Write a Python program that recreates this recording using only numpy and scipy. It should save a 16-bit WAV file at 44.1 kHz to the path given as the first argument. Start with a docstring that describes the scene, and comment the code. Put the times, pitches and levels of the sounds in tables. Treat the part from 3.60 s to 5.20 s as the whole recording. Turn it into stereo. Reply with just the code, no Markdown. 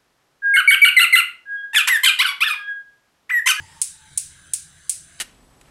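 """Sparks over a gas hob

A dull knock on the hob starts the scene, over hissing gas and a murmuring flame, both made of shaped noise.
The gas whistles first, then settles into wavering jet tones. Four close, sharp snaps of the igniter follow:
each is a pulse thrown back by pot, hob and worktop, and the tiled kitchen rings on. The knob ticks at the
end. A limiter ducks at every spark. Sound reaches two microphone ports, left and right."""
import sys
import numpy as np
from scipy import signal
from scipy.fft import rfft, irfft
from scipy.io import wavfile
from scipy.ndimage import uniform_filter1d, minimum_filter1d, map_coordinates

SR = 44100
rng = np.random.default_rng(int(sys.argv[2]) if len(sys.argv) > 2 else 0)


def store_pcm(level_fs):
    """Save levels as 16-bit WAV."""
    pcm = np.round(np.clip(level_fs, -1, 1) * 32767).astype(np.int16)
    wavfile.write(sys.argv[1], SR, np.atleast_2d(pcm).T)


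N = 70560

# How much duller the left port is than the right. Each row: frequency in Hz, level in dB.
LEFT_SHADOW = [(1000, 0), (2500, 1), (4500, 0), (6300, -5), (7600, -9.5), (9200, -20.5), (11000, -19),
               (12500, -8), (15500, -10)]
LEFT_LEAD_S = 0.00065

# Colour of the gas hiss. Each row: frequency in Hz, relative level in dB.
HISS_COLOUR = [(200, -0.5), (500, -2), (1100, -0.5), (2200, 3.5), (3300, -0.5), (5200, -2), (7500, 4),
               (10000, 7), (11300, -15.5), (15500, -18)]
HISS_DB, HISS_PATCHY_DB = -50, 4
SHARED_NOISE = 0.35  # share of the gas noise power that is the same at both ports

# Whistles while the flow settles. Each row: frequency in Hz, glide in Hz per second, width in Hz,
# level in dB before they fade.
OPENING_WHISTLES = [(894, -1, 76, -51.5), (1974, -900, 170, -57.5), (2751, 4.5, 2700, -55),
                    (4750, 2482, 640, -59.5), (7200, 2500, 580, -54.5), (9000, 0, 1300, -70),
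                    (11060, 3008, 360, -66.5)]
SETTLE_S, SETTLE_FADE_S = 0.2, 0.04

# Colour of the flame's murmur. Each row: frequency in Hz, relative level in dB.
MURMUR_COLOUR = [(25, -9.5), (50, -8), (82, 3), (112, -11.5), (140, 0), (175, -5.5), (215, -21),
                 (320, -16.5), (600, -53.5), (1500, -49)]
MURMUR_DB, MURMUR_WAVER_DB, MURMUR_WAVER_HZ = -59, 3.7, 8.22

# Knocks on the hob. Each row: start in seconds, level in dB.
HOB_KNOCKS = [(.002, -40), (0.516, -51)]
# Low tones of the knocked hob. Each row: frequency in Hz, relative level in dB, seconds to fall by 60 dB.
HOB_MODES = [(45.4, -35, 0.23), (91.7, 0, 0.3), (135.5, -0.5, 0.16), (307, -11.5, 0.08)]

# Resonances of the gas jet and burner. Each row: frequency in Hz, width in Hz, level in dB at full flow,
# around which it wavers.
JET_RESONANCES = [(1604, 210, -58), (3007, 50, -69.5), (3896, 290, -59), (6170, 86, -60), (7550, 440, -58),
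                  (9450, 110, -55.5), (13130, 200, -72)]
JET_WAVER_DB, JET_WAVER_HZ = 2, 4.8

# The sparks. Each row: start in seconds, relative level in dB, treble tilt in dB per octave.
SPARKS_MADE = [(0.2159, 2, 0), (0.5753, 0.5, 0), (0.9349, -1, -0.5), (1.2945, 1, 0)]
# Ways from the half-hidden spark to the ports, by pot, hob and worktop.
# Each row: delay in milliseconds, relative level in dB, both before a little chance is added.
SPARK_PATHS = [(.1, -21.5), (1.1, -8), (2.65, -0.5), (3.55, -2), (4.75, -7.5), (6.4, 1)]
PATH_JITTER_MS, PATH_SCATTER_DB = 0.0138, 2.5  # the arc never takes quite the same way
# Colour of the snap. Each row: frequency in Hz, relative level in dB.
SNAP_COLOUR = [(200, -49.5), (900, -36.5), (1700, -31), (2600, -19.5), (3500, -17), (4500, -12.5),
               (6200, -5), (7800, 3), (9200, 6.5), (10500, 1), (12000, -12.5), (15500, -17.5)]
SNAP_DB, SNAP_LEFT_DB = 17.5, -21.5  # the LEFT settings are extra dB for the left port
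# Short ring of the burner cap. Each row: frequency in Hz, relative level in dB, seconds to fall by 60 dB.
CAP_MODES = [(6770, -27, .06), (7860, -27, .055), (8500, -31, .06), (9145, -23, .05), (9780, -30, .06),
             (10680, -29, .05)]
CAP_DB = -7
# Scatter among the pans and jars: T60 is the time to fall by 60 dB
CLUTTER_DB, CLUTTER_LEFT_DB, CLUTTER_RISE_S, CLUTTER_T60_S = 19.5, 1, 0.0025, 0.081
# Decay of the kitchen. Each row: frequency in Hz, seconds to fall by 60 dB.
KITCHEN_T60 = [(500, 0.2), (3000, 0.33), (8000, 0.31), (11000, 0.25), (15000, 0.24)]
ROOM_DB, ROOM_LEFT_DB, ROOM_RISE_S = 16.5, 0.5, 0.0047
ROOM_TILT_DB, ROOM_PATCHY_DB = -2, 1.5  # tilt is per octave
STILLNESS = 0.77  # share of the reverberation power that is the same from spark to spark

# Faint later whistles. Each row: start in seconds, length in seconds, frequency in Hz,
# glide in Hz per second, level in dB at the middle.
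LATER_WHISTLES = [(0.312, 0.25, 882, -2.5, -56.5), (1.273, 0.4, 618, 218.5, -64.5)]
LATER_WIDTH_HZ = 43

# Light ticks of the knob. Each row: start in seconds, level in dB.
KNOB_TICKS = [(1.5925, -40.5)]
# Tones of the knob. Each row: frequency in Hz, relative level in dB, seconds to fall by 60 dB.
KNOB_MODES = [(3060, -5.5, .1), (4200, -7, .06), (4770, 1, 0.023), (8950, -11, 0.11)]

CEILING_DB, RELEASE_S = 1.5, 0.09
KNEE, TOP_HZ = 8, 15800  # a higher KNEE rounds the peaks later and harder


def amp(db):
    """Turn decibels into a gain."""
    return 10 ** (np.asarray(db) / 20)


def unit(x):
    """Scale x to an average (rms) strength of 1."""
    return x / np.sqrt(np.mean(x ** 2) + 1e-20)


def along(points, hz):
    """Read a curve of (Hz, value) points, with pitch on a log scale."""
    f, v = np.transpose(points)
    return np.interp(np.log(hz + 1), np.log(f + 1), v)


def filtered(x, response):
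    """Filter x by a response that depends on frequency."""
    hz = np.fft.rfftfreq(2 * N, 1 / SR)
    return irfft(rfft(x, 2 * N) * response(hz))[..., :N]


def causal(db):
    """Build the filter with these levels that answers as promptly as possible (minimum phase)."""
    cepstrum = irfft(db * np.log(10) / 20)
    cepstrum[1:N] *= 2
    cepstrum[N + 1:] = 0
    return np.exp(rfft(cepstrum))


def late(hz, s):
    """Delay by s seconds, written as a filter."""
    return np.exp(-2j * np.pi * hz * s)


def left_right(left_db, right_db=0):
    """Stack a level for each port, ready to add to a spectrum in dB."""
    return np.array([[left_db], [right_db]])


def ports(pair):
    """Sound from the hob reaches the left port earlier, but dulled."""
    left = filtered(pair[0], lambda hz: causal(along(LEFT_SHADOW, hz)) * late(hz, -LEFT_LEAD_S))
    return np.array([left, pair[1]])


def wobble(rate):
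    """Draw a smooth random curve through `rate` random points a second."""
    points = rng.standard_normal(64)
    return map_coordinates(points, [np.arange(N) * rate / SR], mode="wrap")


def patchy(x, depth_db):
    """Give x patches of random gain, some hundred hertz by some tens of milliseconds."""
    z = signal.stft(x, nperseg=512)[2]
    field = rng.standard_normal(z.shape[1:])
    field = uniform_filter1d(field, size=3, axis=0)  # smooth over pitch
    field = uniform_filter1d(field, size=12, axis=1)  # smooth over time
    return unit(signal.istft(z * amp(depth_db * unit(field)), nperseg=512)[1][:, :N])


def gas_noise(shape):
    """Rushing gas is coloured noise, partly shared by both ports."""
    shared = np.sqrt(SHARED_NOISE) * rng.standard_normal(N)
    separate = np.sqrt(1 - SHARED_NOISE) * rng.standard_normal((2, N))
    return unit(filtered(shared + separate, shape))


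def resonance(centre_hz, width_hz):
    """A resonance keeps a narrow band of the gas noise; its centre may glide."""
    middle = SR / 4  # make the band here, then shift it to its pitch
    band = signal.hilbert(gas_noise(lambda hz: 1 / (1 + 2 * ((hz - middle) / width_hz) ** 2)))
    shift_hz = np.ones(N) * (centre_hz - middle)
    return np.real(band * np.exp(2j * np.pi * np.cumsum(shift_hz) / SR))


def settled():
    """The gas flow settles smoothly, from 0 (just starting) to 1 (full jet)."""
    t = np.arange(N) / SR
    return (1 + np.tanh((t - SETTLE_S) / SETTLE_FADE_S)) / 2


def ring(modes, s):
    """A struck object rings in several tones that die away, from time s."""
    t = np.maximum(np.arange(N) / SR - s, 0)
    return sum(amp(db - 60 * t / t60) * np.sin(2 * np.pi * hz * t) for hz, db, t60 in modes)


def gas_hiss():
    """Escaping gas makes a steady wide hiss with small random patches."""
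    noise = gas_noise(lambda hz: amp(along(HISS_COLOUR, hz)))
    return amp(HISS_DB) * patchy(noise, HISS_PATCHY_DB)


def opening_whistle():
    """Before the flow settles, the gas whistles in bands, some of them gliding."""
    t = np.arange(N) / SR
    bands = sum(amp(db) * resonance(hz + glide * t, width) for hz, glide, width, db in OPENING_WHISTLES)
    return np.sqrt(1 - settled()) * bands


def flame():
    """Burning gas gives a low, fluttering murmur, alike at both ports."""
    murmur = unit(filtered(rng.standard_normal(N), lambda hz: amp(along(MURMUR_COLOUR, hz))))
    return amp(MURMUR_DB + MURMUR_WAVER_DB * wobble(MURMUR_WAVER_HZ)) * murmur


def hob_knocks():
    """Soft blows ring the hob's low tones."""
    return sum(amp(db) * ring(HOB_MODES, s) for s, db in HOB_KNOCKS)


def jet_tones():
    """At full flow the jet and burner resonate, each tone wavering in level."""
    tones = np.zeros((2, N))
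    for hz, width, db in JET_RESONANCES:
        level_db = db + JET_WAVER_DB * wobble(JET_WAVER_HZ)
        tones += amp(level_db) * resonance(hz, width)
    return np.sqrt(settled()) * tones


def tail(t60s, rise_s):
    """Many mixed echoes sound like fading noise; each pitch dies at its own speed (energy 1 a port)."""
    noise = patchy(rng.standard_normal((2, N)), ROOM_PATCHY_DB)
    hz, t, z = signal.stft(noise, SR, nperseg=128)
    decay = amp(-60 * t / along(t60s, hz)[:, None])
    x = signal.istft(z * decay, SR, nperseg=128)[1][:, :N]
    rise = 1 - np.exp(-np.arange(N) / SR / rise_s)
    return unit(x * rise) / np.sqrt(N)


def surroundings(octaves):
    """Pans and jars scatter the sound briefly, and the kitchen reverberates; returned as a filter."""
    clutter = rfft(tail([(1000, CLUTTER_T60_S)], CLUTTER_RISE_S), 2 * N)
    clutter = clutter * amp(CLUTTER_DB + left_right(CLUTTER_LEFT_DB))
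    room = rfft(tail(KITCHEN_T60, ROOM_RISE_S), 2 * N)
    room = room * amp(ROOM_DB + ROOM_TILT_DB * octaves + left_right(ROOM_LEFT_DB))
    return clutter + room


def spark_paths(hz):
    """The snap arrives along several short ways, slightly different each time."""
    paths = 0
    for ms, db in SPARK_PATHS:
        level_chance, delay_chance = rng.standard_normal(2)
        delay_s = (ms + PATH_JITTER_MS * delay_chance) / 1000
        paths = paths + amp(db + PATH_SCATTER_DB * level_chance) * late(hz, delay_s)
    return paths


def igniter():
    """Each spark is one sharp pulse that rings the cap, takes several short paths and reverberates."""
    hz = np.fft.rfftfreq(2 * N, 1 / SR)
    octaves = np.log2(np.maximum(hz, 1000) / 8000)  # distance from 8 kHz, for the tilts
    still = surroundings(octaves)
    cap = rfft(ring(CAP_MODES, 0), 2 * N) * amp(CAP_DB)
    out = np.zeros((2, N))
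    for s, db, tilt_db in SPARKS_MADE:
        near = (spark_paths(hz) + cap) * amp(SNAP_DB + left_right(SNAP_LEFT_DB))
        far = np.sqrt(STILLNESS) * still + np.sqrt(1 - STILLNESS) * surroundings(octaves)
        colour = causal(db + along(SNAP_COLOUR, hz) + tilt_db * octaves)
        out += irfft((near + far) * colour * late(hz, s))[:, :N]
    return ports(out)


def later_whistles():
    """Now and then a faint, narrow whistle of gas swells, glides and fades."""
    t = np.arange(N) / SR
    out = np.zeros((2, N))
    for s, length, hz, glide, db in LATER_WHISTLES:
        swell = np.sin(np.pi * np.clip((t - s) / length, 0, 1))
        out += amp(db) * swell * resonance(hz + glide * (t - s), LATER_WIDTH_HZ)
    return out


def knob_ticks():
    """The knob ticks under the fingers, ringing its small high tones."""
    return sum(amp(db) * ring(KNOB_MODES, s) for s, db in KNOB_TICKS)


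def scene():
    """Sparks over the burning hob."""
    gas = ports(gas_hiss() + opening_whistle() + jet_tones() + later_whistles())
    return gas + flame() + hob_knocks() + igniter() + knob_ticks()


def record(dry):
    """A limiter ducks at loud peaks and recovers, the last peaks are rounded, the top treble is cut."""
    needed = np.minimum(1, amp(CEILING_DB) / (np.abs(dry).max(0) + 1e-9))
    fade = np.exp(-np.arange(N) / SR / RELEASE_S)
    # start each duck just ahead of its peak, then let it fade
    duck = np.maximum.accumulate((1 - minimum_filter1d(needed, size=45)) / fade) * fade
    limited = dry * (1 - uniform_filter1d(duck, size=31))
    # round at four times the sample rate, to avoid false tones
    fine = signal.resample_poly(limited, 4, 1, axis=1)
    fine = fine / (1 + np.abs(fine) ** KNEE) ** (1 / KNEE)
    rounded = signal.resample_poly(fine, 1, 4, axis=1)
    return filtered(rounded, lambda hz: 1 / (1 + (hz / TOP_HZ) ** 160))


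dry = scene()
out = record(dry)
store_pcm(out)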